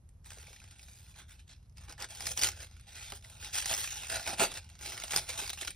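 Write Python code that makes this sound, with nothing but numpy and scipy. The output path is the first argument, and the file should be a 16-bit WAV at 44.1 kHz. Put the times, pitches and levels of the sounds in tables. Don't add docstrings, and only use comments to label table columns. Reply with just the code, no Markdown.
import sys
import numpy as np
from scipy import signal
from scipy.fft import rfft, irfft, next_fast_len
from scipy.io import wavfile
from scipy.ndimage import uniform_filter1d, minimum_filter1d

SR = 44100
rng = np.random.default_rng(int(sys.argv[2]) if len(sys.argv) > 2 else 0)


def linear_from_db(decibels):
    return 10 ** (np.asarray(decibels, float) / 20)


def dump(signal):
    limited = np.clip(np.atleast_2d(signal).T, -1, 1)
    pcm = np.round(limited * 32767).astype(np.int16)
    wavfile.write(sys.argv[1], SR, pcm)


N = 253575

# (f/Hz, level/dB)
PAPER = [(150, -6.5), (300, -12.5), (600, -10), (1100, -4.5), (2000, -1.5), (3000, -2.5), (4000, -3),
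         (5000, -2.5), (6500, 0), (8000, 3), (10000, -5), (12500, -8.5), (15300, -6), (16500, -67)]
# (t/s, peak level/dB, ring pitch f/Hz, knock on the box re peak/dB)
CREASES = [(0.0895, -48, 8700, -19), (0.2437, -46.5, 1590, -25), (0.2532, -47, 2370, -14),
           (0.3038, -34, 1480, -22), (0.4277, -37.5, 3070, -28), (0.5293, -39, 2400, -10),
           (0.5618, -40.5, 2360, -18), (0.64, -41.5, 2480, -7), (0.7094, -40, 3360, -30),
           (0.715, -48, 9000, -30), (0.317, -37, 1520, -19), (0.7931, -37.5, 2540, -17),
           (0.817, -45, 9100, -33), (0.883, -41.5, 2480, -7.5), (1.187, -44, 3560, -25),
           (1.2943, -50, 4240, -25), (1.3937, -48, 3590, -25), (1.4934, -49, 3900, -25),
           (1.4777, -48.5, 3680, -26), (1.5623, -53, 5140, -22), (1.6957, -54.5, 5690, -25),
           (1.771, -42, 5100, -24), (1.781, -38, 4900, -24), (1.8941, -36.5, 5200, -19),
                (1.924, -32, 5250, -25), (1.9789, -40, 1750, -15), (2.0017, -32, 5120, -16),
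                (2.0221, -22.5, 5340, -17), (2.0102, -34, 2520, -20), (2.0867, -49, 9500, -21),
                (2.1048, -32, 5460, -28), (2.156, -33.5, 4900, -15), (2.171, -34, 5150, -25),
                (2.22, -28.5, 4950, -18), (2.206, -25.5, 5270, -9), (2.2554, -31, 1880, -13),
                (2.2677, -18.5, 4700, -12), (2.315, -22.5, 6130, -22), (2.3741, -18, 5900, -11.5),
                (2.379, -26, 1760, -15), (2.3918, -17.5, 4630, -13), (2.4139, -16, 5160, -17),
                (2.421, -17, 5950, -31), (2.4338, -9.5, 4700, -31), (2.4432, -11.5, 3320, -17),
                (2.4706, -28, 5500, -26), (2.4865, -18, 5870, -21), (2.602, -35.5, 5250, -24),
                (2.7661, -46, 2310, -13), (2.7965, -45, 2320, -19), (3.1203, -26, 3100, -6),
                (3.2423, -41, 3380, -21), (3.4252, -37, 1710, -23), (3.4458, -26.5, 3900, -24),
           (3.535, -29, 2520, -33), (3.554, -23, 3210, -32), (3.563, -26, 3140, -34),
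                (3.676, -27, 3210, -13), (3.6442, -21, 4700, -20), (3.6571, -16, 5800, -12.5),
                (3.694, -19.5, 3260, -15), (3.7113, -17.5, 4760, -5.5), (3.704, -21, 1560, -13),
                (3.721, -22, 3200, -16), (3.728, -23, 1660, -19), (3.7766, -21.5, 6200, -28),
                (3.839, -28, 3300, -20), (3.843, -23.5, 1670, -19), (4.0332, -30.5, 2650, -4.5),
                (4.0685, -31, 6770, -15), (4.0993, -26.5, 2450, -13), (4.1584, -46, 1410, -31),
                (4.1947, -28.5, 1430, -7), (4.259, -30, 2400, -24), (4.275, -23, 2470, -23),
                (4.395, -21.5, 2350, -4), (4.516, -31, 3680, -3.5), (4.5395, -35, 5430, -20),
                (4.5722, -28, 2280, -11), (4.6988, -38.5, 3960, -28), (4.7522, -44, 1330, -22),
           (4.809, -44, 2560, -11), (4.823, -38, 6060, -11), (4.85, -37, 3360, -9),
                  (4.9759, -28, 2160, -22), (4.9995, -28, 4760, -27), (5.0206, -27, 2180, -24),
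                  (5.0361, -23, 3500, -11.5), (5.074, -37, 3820, -27), (5.141, -21, 3400, -13),
                  (5.1197, -21, 2120, -12), (5.134, -19, 2320, -3.5), (5.161, -10, 4940, -9.5),
                  (5.221, -37, 3580, -24), (5.2677, -43.5, 2400, -17), (5.2892, -30, 2180, -30),
                  (5.2927, -27, 2170, -32), (5.3765, -25, 3600, -33), (5.4615, -29, 4700, -40),
                  (5.494, -20, 4050, -25), (5.5009, -20, 3570, -13), (5.5311, -26.5, 3878, -9),
                  (5.574, -33.5, 2660, -9), (5.6117, -23, 3465, -33), (5.619, -26, 2210, -17),
                  (5.63, -30, 2000, -20), (5.6733, -24.5, 3440, -20), (5.6772, -22.5, 1430, -19),
                  (5.7047, -27.5, 9100, -32),
           (0.3838, -40, 2130, -14), (0.4407, -46, 2350, -19), (0.4684, -40.5, 2350, -22),
                       (0.5999, -41.5, 2520, -16), (0.6171, -44, 1530, -13), (0.6759, -47, 2470, -23),
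                       (0.7601, -49, 2730, -21), (0.8287, -40.5, 4820, -29), (0.9861, -46, 9970, -20),
                       (1.0635, -47.5, 2430, -20), (1.141, -49, 2410, -17), (1.627, -57, 3230, -10),
                       (1.6573, -62, 4010, -7), (1.7236, -61, 5120, -17), (1.8367, -44, 5680, -17),
                       (2.0427, -26, 1610, -19), (2.0868, -38.5, 10300, -22), (2.1482, -34, 5300, -19),
                       (2.1974, -36, 9860, -5), (2.2552, -26, 5340, -19), (2.2674, -20.5, 4500, -18),
                       (2.3986, -25, 5560, -23), (2.4703, -15.5, 5150, -23), (2.5163, -31.5, 5100, -24),
                       (2.5597, -44, 5080, -9), (2.6174, -35, 5060, -23), (2.6675, -44, 3400, -12),
                       (2.7108, -47, 4870, -7), (2.7968, -54, 2350, -23), (2.8094, -42, 9400, -20),
                       (2.8242, -61, 3450, -22), (3.1012, -30.5, 4800, -18), (3.1343, -39, 1610, -18),
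                       (3.2093, -47.5, 6140, -21), (3.2241, -43, 3550, -30), (3.2459, -38, 2070, -27),
                       (3.2981, -38, 10790, -27),
           (3.4124, -37.5, 4330, -22), (3.4848, -34.5, 4900, -11), (3.582, -20.5, 3140, -26),
                      (3.6, -26, 2660, -12), (3.6139, -26, 8100, -28), (3.623, -23.5, 2850, -27),
                      (3.7376, -17, 5500, -22), (3.7474, -21, 5800, -20), (3.7661, -27, 6360, -24),
                      (3.8744, -26, 2570, -10), (3.9048, -27.5, 6140, -23), (4.045, -31.5, 2500, -21),
                      (4.069, -38, 2300, -20), (4.083, -33, 5630, -11), (4.0987, -26, 4830, -21),
                      (4.2638, -25, 2420, -8), (4.2914, -21, 5450, -7.5), (4.5394, -29, 5470, -19),
                      (4.6435, -43.5, 5140, -17), (4.69, -45.5, 2820, -14), (4.7898, -40.5, 3420, -19),
                      (4.851, -33, 3380, -19), (4.9198, -29, 2070, -23), (4.968, -34, 2280, -16),
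                      (4.987, -37.5, 1877, -20), (5.042, -27, 9600, -16), (5.051, -33.5, 4840, -17),
                      (5.0797, -29.5, 5100, -13), (5.0938, -34, 1300, -15), (5.107, -24, 2258, -18),
                      (5.1725, -15.5, 9000, -8.5), (5.1817, -19, 3470, -15), (5.4766, -26, 4780, -22),
                      (5.5599, -39, 4910, -20), (5.5868, -33.5, 2680, -29), (5.5971, -43, 3490, -26),
                      (5.6483, -25.5, 5100, -14), (5.6571, -36, 3670, -24)]
ALL_CREASES = (CREASES)


def evened(x):
    return x / np.sqrt(np.mean(x ** 2) + 1e-20)


def read(points, hz):
    f, value = np.transpose(points)
    return np.interp(np.log(hz + 1), np.log(f + 1), value)


def colour(x, gain):
    size = next_fast_len(len(x) + 4096)
    spectrum = rfft(x, size) * gain(np.fft.rfftfreq(size, 1 / SR))
    return irfft(spectrum, size)[:len(x)]


def resonate(x, hz, width):
    return signal.lfilter(*signal.iirpeak(min(hz, 16000), hz / width, SR), x)


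def below(hz, edge_hz):
    return 1 / (1 + (hz / edge_hz) ** 4)


def drifting(shape, bins, frames):
    field = rng.standard_normal(shape[::-1]).T
    return evened(uniform_filter1d(uniform_filter1d(field, bins, 0), frames, 1))


def rustle():
    effort_db, grip_db, top_db = hands()
    crackle_share = np.clip(0.52 + 0.0021 * (effort_db + 33), 0, 0.95)
    flutter = linear_from_db(2.0 * evened(uniform_filter1d(rng.standard_normal(N), 300)))
    hiss = evened(flutter * rng.standard_normal(N))
    drive = np.sqrt(1 - crackle_share) * hiss + np.sqrt(crackle_share) * crackle()
    body, sheet, top = layers(bend(drive))
    hollow = evened(colour(body, lambda hz: below(hz, 486) * (1 - below(hz, 267))))
    body = body + linear_from_db(0.43 * np.minimum(grip_db + 35.5, 6.0)) * hollow
    flap_s, flap_width_s, shut_hz, open_hz = 4.245, 0.16, 845, 683
    lifted = np.exp(-((np.arange(N) / SR - flap_s) / flap_width_s) ** 4)
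    body = body + lifted * (1.1 * resonate(body, open_hz, 90) - 0.4 * resonate(body, shut_hz, 110))
    return linear_from_db(effort_db - 2.5) * sheet + linear_from_db(top_db - 2.5) * top + linear_from_db(grip_db - 4.0) * body


def hands():
    # (t/s, hold/s, effort level/dB, grip on the box re effort/dB, crispness re effort/dB)
    turning = [(0.261, 0.29, -59.5, -5.5, 3), (0.556, 0.21, -60, -13, -8), (0.786, 0.33, -62, -12, 2.5),
               (1.161, 0.053, -55, -7, -9), (1.291, 0.048, -59.5, -12.5, 0.5),
               (1.388, 0.012, -60.5, -24, -12), (1.494, 0.037, -54.5, -15.5, -45),
               (1.55, 0.11, -76, -15, -20)]
    picking = [(1.775, 0.005, -59.5, -7, -8), (1.812, 0.041, -62.5, -1.5, -2),
               (1.889, 0.022, -52, -0.5, -5.5), (2.001, 0.035, -46, -3.5, -8), (2.102, 0.11, -51, -8.5, -1),
               (2.209, 0.094, -47.5, -5.5, 2), (2.258, 0.063, -48, -6.5, 9), (2.376, 0.016, -45.5, -2, 9.5),
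               (2.423, 0.035, -34.5, -9.5, 1.5), (2.459, 0.016, -42.5, -3, 7),
               (2.52, 0.091, -58, -4.5, 0.5), (2.598, 0.049, -53, -8, -1), (2.68, 0.16, -63.5, -12.5, -10),
               (2.876, 0.057, -56.5, -9.5, -4.5), (2.951, 0.163, -49.5, -10.5, -5),
               (3.155, 0.011, -57, -3, 7), (3.19, 0.026, -78, -8, -3), (3.239, 0.17, -61.5, -3, 3),
               (3.402, 0.041, -55, -5.5, 1), (3.435, 0.038, -44, -11.5, -9.5),
               (3.47, 0.048, -56.5, -8, -12)]
    tearing = [(3.544, 0.051, -35, -15, 1), (3.62, 0.021, -48, -8, -9), (3.663, 0.013, -39.5, -12, 5),
               (3.7, 0.031, -34.5, -9.5, 0.5), (3.769, 0.087, -41, -11.5, 5), (3.86, 0.09, -45, -14.5, -3),
               (3.961, 0.11, -44.5, -13.5, -4.5), (4.099, 0.056, -44.5, -2.5, 8),
               (4.145, 0.017, -34, -7, -10), (4.19, 0.061, -50, -6.5, 3.5), (4.268, 0.033, -40.5, -1.5, 1),
               (4.327, 0.0076, -42, -2.5, -4), (4.386, .01, -44, -16, -5), (4.4, 0.046, -31.5, -2.5, -0.5),
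               (4.49, 0.086, -46, -8, -6), (4.62, 0.2, -65, -5, -2.5)]
    unfolding = [(4.818, 0.013, -49, -0.5, 5), (4.849, 0.1, -44.5, -9, -1), (4.971, .075, -47.5, -4, -2),
                 (5.07, 0.034, -56.5, -5, 7), (5.114, 0.073, -42, -3, 6), (5.21, .07, -60.5, 3, 11),
                 (5.29, 0.013, -40.5, -10, -0.5), (5.33, 0.028, -45.5, -7, -2),
                 (5.379, 0.096, -44, -7.5, 3), (5.532, 0.0057, -48.5, -15, 3),
                 (5.58, 0.049, -48, -20, -0.5), (5.613, 0.02, -43.5, -9, -1), (5.673, 0.012, -49, -7, 4),
                 (5.70, 0.0067, -54.5, -8, 4)]
    rise_db_per_s, sag_db_per_s, fall_db_per_s = 894, 4.5, 458
    settle_db, settle_db_per_s = -26, 128
    t, power = np.arange(0, N + 32, 32) / SR, 1e-12
    for start, hold, effort_db, grip_db, crisp_db in turning + picking + tearing + unfolding:
        since = t - start
        after = np.maximum(since - hold, 0)
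        rise_db = rise_db_per_s * np.minimum(since, 0)
        sag_db = sag_db_per_s * np.clip(since, 0, hold)
        release_db = np.maximum(-fall_db_per_s * after, settle_db - settle_db_per_s * after)
        stroke_db = effort_db + rise_db - sag_db + release_db
        power = power + linear_from_db(stroke_db + np.array([[0], [grip_db], [crisp_db]])) ** 2
    return [np.interp(np.arange(N) / SR, t, 10 * np.log10(p)) for p in power]


def crackle(count=24, per_s=700, spread_db=3.0, clump_db=4.0):
    slow = uniform_filter1d(uniform_filter1d(rng.standard_normal(N), 500), 500)
    clump = linear_from_db(clump_db * evened(slow))
    fires = rng.random(N) < per_s * clump / clump.mean() / SR
    size = fires * linear_from_db(spread_db * np.minimum(rng.exponential(1, N), 2.5))
    kind, out = rng.integers(0, count, N), np.zeros(N)
    for k, hz in enumerate(np.geomspace(500, 11000, count)):
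        t60 = 0.015 * rng.uniform(0.46, 2.1)
        grain = burst(hz, t60, rng.standard_normal(900), ring=0.65, tick=4.0)
        out += signal.oaconvolve(size * (kind == k), grain / np.linalg.norm(grain))[:N]
    return evened(out)


def burst(hz, t60, noise, ring=0.7, sharp=13.0, tick=1.0, rise_s=0.00024):
    t = np.arange(len(noise)) / SR
    fade = linear_from_db(-60 * t / t60) + tick * np.exp(-t / 0.00069)
    puff = noise * fade * np.minimum(t / rise_s, 1)
    return puff + ring * np.sqrt(sharp) * resonate(puff, hz, hz / sharp)


def bend(x, patchy_db=2.9):
    z = signal.stft(x, nperseg=512, noverlap=384)[2]
    z = z * linear_from_db(patchy_db * drifting(z.shape, 3, 40))
    return signal.istft(z, nperseg=512, noverlap=384)[1][:N]


def layers(x):
    # (f/Hz, width/Hz, level/dB)
    box = [(383, 27, -9), (671, 79, 4.5), (828, 86, 11), (1450, 230, 6), (2480, 610, -2.5), (3450, 590, -3)]
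    x = colour(x, lambda hz: linear_from_db(read(PAPER, hz)))
    x = x + 0.94 * sum(linear_from_db(db) * resonate(x, hz, width) for hz, width, db in box)
    body = colour(x, lambda hz: np.sqrt(below(hz, 1200)))
    sheet = colour(x, lambda hz: np.sqrt((1 - below(hz, 2610)) * below(hz, 5760)))
    top = colour(x, lambda hz: np.sqrt(1 - below(hz, 6800)))
    return evened(body), evened(sheet), evened(top)


def holding(hush_db=2.5, wait_s=0.028):
    t = np.arange(N) / SR
    at = np.sort(np.transpose(ALL_CREASES)[0])
    ahead = at[np.minimum(np.searchsorted(at, t), len(at) - 1)] - t
    return linear_from_db(-hush_db * (ahead > 0) * np.exp(-(ahead / wait_s) ** 2))


def snaps():
    out = np.zeros(N + 2000)
    noise = rng.standard_normal((len(ALL_CREASES), 2, 2000))
    low, high = signal.butter(2, 1300, fs=SR), signal.butter(2, 1300, "high", fs=SR)
    for (s, db, hz, knock_db), (a, b) in zip(ALL_CREASES, noise):
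        t60 = np.clip(0.024 * (3000 / hz) ** 0.1, 0.004, 0.1)
        crack = signal.lfilter(*high, burst(hz, t60, a, tick=0.25, rise_s=0.0013))
        crack = signal.lfilter(*signal.butter(1, min(4.0 * hz, 18000), fs=SR), crack)
        knock = signal.lfilter(*low, burst(784, 1.5 * t60, b, rise_s=0.0013))
        sound = crack / abs(crack).max() + linear_from_db(knock_db) * knock / abs(knock).max()
        out[round(s * SR):][:2000] += linear_from_db(db) * sound
    return colour(out[:N], lambda hz: linear_from_db(read(PAPER, hz)))


def pats():
    # (t/s, peak level/dB, f/Hz)
    touches = [(0.317, -53, 670), (0.37, -49, 420), (0.431, -57, 511), (0.479, -52.5, 649),
               (0.503, -54, 460), (2.377, -48, 662), (3.123, -46, 362), (4.328, -40, 358),
               (4.414, -27, 404), (4.434, -28.5, 441), (5.036, -38, 681), (5.292, -39, 640),
               (5.418, -43, 438), (5.619, -46, 350), (5.679, -45, 358)]
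    rise_s, t60 = 0.0025, 0.054
    out, t = np.zeros(N + 3000), np.arange(3000) / SR
    shape = np.minimum(t / rise_s, 1) * linear_from_db(-60 * t / t60)
    for (s, db, hz), noise in zip(touches, rng.standard_normal((len(touches), 3000))):
        sound = resonate(noise * shape, hz, 0.34 * hz)
        out[round(s * SR):][:3000] += linear_from_db(db) * sound / abs(sound).max()
    return out[:N]


def tail(start):
    # (f/Hz, t/s)
    walls = [(200, 0.4), (1000, 0.02), (4000, 0.18), (12000, 0.076)]
    hz, t, z = signal.stft(rng.standard_normal(SR // 2), SR, nperseg=128)
    fade = linear_from_db(-60 * t / read(walls, hz)[:, None])
    x = signal.istft(z * fade, SR, nperseg=128)[1]
    return np.pad(x / np.linalg.norm(x), (start, 0))


def scatter(x):
    z = signal.stft(x, nperseg=256, noverlap=192)[2]
    z = z * np.exp(3j * drifting(z.shape, 4, 60))
    copy = signal.istft(z, nperseg=256, noverlap=192)[1][:N]
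    return copy * np.std(x) / np.std(copy)


def ports(x, other, same):
    # (f/Hz, phase/rad)
    lead = [(0, 0), (700, -.5), (1300, -.2), (2000, 0), (2900, .9), (4400, .9), (5100, 0), (6900, 2.7),
            (7900, 3.5), (9700, 5.8), (11600, 6.7), (12700, 9), (14700, 9.8), (15500, 12.3)]
    # (f/Hz, level/dB)
    tilt = [(100, 0), (450, -1.5), (800, -6.5), (1400, -4), (1800, 0), (2500, -4.5), (3500, -1), (4200, -4),
            (5000, 0), (15000, 0)]
    lead_hz, lead_rad = np.transpose(lead)

    def likeness(hz):
        return np.clip(read(same, hz), 0, 1)

    def side(sign):
        def port(hz):
            turn = np.exp(0.5j * sign * np.interp(hz, lead_hz, lead_rad))
            return turn * linear_from_db(sign * read(tilt, hz) / 2)

        shared = colour(x, lambda hz: port(hz) * np.sqrt((1 + likeness(hz)) / 2))
        differing = colour(other, lambda hz: port(hz) * np.sqrt((1 - likeness(hz)) / 2))
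        return shared + sign * differing

    return np.array([side(0.94), side(-1.07)])


def room_air():
    # (f/Hz, level/dB)
    floor = [(20, -29), (40, -2), (60, 0.5), (80, 3.5), (110, -5), (160, -12), (300, -27.5), (700, -34),
             (2000, -44), (4500, -47.5), (7800, -42), (10000, -51), (13500, -46), (15500, -74)]
    # (f/Hz, likeness 0 to 1)
    air_same = [(60, .996), (200, .96), (500, .35), (2000, .6), (4000, .5), (6000, .8), (10500, .9),
                (15000, .8)]
    # (t/s, width/s, level over the tremor/dB)
    leans = [
        (.77, 0.048, -6.5),
        (1.5, 0.58, -2.5),
        (1.85, 0.17, 5.5),
        (2.3, 0.036, 11),
        (2.48, 0.064, 8),
        (3.9, 0.12, 0),
        (4.15, 0.057, 4),
        (4.23, 0.022, -13),
        (4.3, 0.075, 1),
    ]
    air_db, tremor_db, whine_hz, whine_db = -56.5, -54.5, 11100, -89
    a, b = (colour(n, lambda hz: linear_from_db(read(floor, hz))) for n in rng.standard_normal((2, N)))
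    scale, t = linear_from_db(air_db) / np.std(a), np.arange(N) / SR
    lean_db = sum(db * np.exp(-((t - s) / width) ** 2) for s, width, db in leans)
    swell = linear_from_db(tremor_db - air_db + lean_db) - 1
    a = a + swell * colour(a, lambda hz: below(hz, 180))
    whine = linear_from_db(whine_db) * np.sqrt(2) * np.sin(2 * np.pi * whine_hz * t)
    return ports(scale * a, scale * b, air_same) + whine


def scene():
    # (f/Hz, likeness 0 to 1)
    paper_same = [(60, 1), (300, .96), (750, .8), (2000, .95), (3000, .84), (4300, .78), (5000, .92),
                  (7300, .9), (10500, .92), (15200, .88)]
    paper = holding() * rustle() + snaps() + pats()
    paper = paper + linear_from_db(-12) * signal.fftconvolve(paper, tail(200))[:N]
    return ports(paper, scatter(paper), paper_same) + room_air()


def joint_stereo(x, from_hz=1500, spiky=11.0, lead=790, wander_db=1.5, faint=24):
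    frame = dict(nperseg=2048, noverlap=1024, window="cosine")
    x = np.pad(x, ((0, 0), (lead, 0)))
    hz, t, z = signal.stft([x[0] + x[1], x[0] - x[1]], SR, **frame)
    band = np.searchsorted(np.cumsum(np.linspace(170, 700, num=40)), hz)
    bands = np.arange(band.max() + 1)
    power = np.array([[(abs(c[band == k]) ** 2).sum(0) for k in bands] for c in z])
    under_db = np.where(bands < band[280], 10.5, 7.6)[:, None]
    under_db = under_db + wander_db * rng.standard_normal(power.shape[1:])
    weak = power < power[::-1] * linear_from_db(-2 * under_db)
    quiet = power < np.percentile(power, faint, 2, keepdims=True)
    weak |= quiet & (bands >= band[600])[:, None]
    fast = uniform_filter1d(np.diff(x[0]) ** 2, 128)
    before = np.roll(uniform_filter1d(fast, 1024), 640)
    jump = -minimum_filter1d(-fast / (abs(before) + 1e-12), size=1024)
    attack = jump[np.minimum((t * SR).astype(int), N - 2)] > spiky
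    z = z * ~(weak[:, band] & (hz > from_hz)[:, None] & ~attack)
    mid, side = signal.istft(z, SR, **frame)[1][:, lead:lead + N]
    return np.array([mid + side, mid - side]) / 2


def band_limit(x):
    return signal.sosfilt(signal.butter(12, 16650, fs=SR, output="sos"), x)


def record(dry):
    limited = [colour(x, lambda hz: np.clip((15950 - hz) / 350, 0.003, 1)) for x in dry]
    mix = joint_stereo(np.array(limited))
    return band_limit(mix)


dry = scene()
out = record(dry)
dump(out)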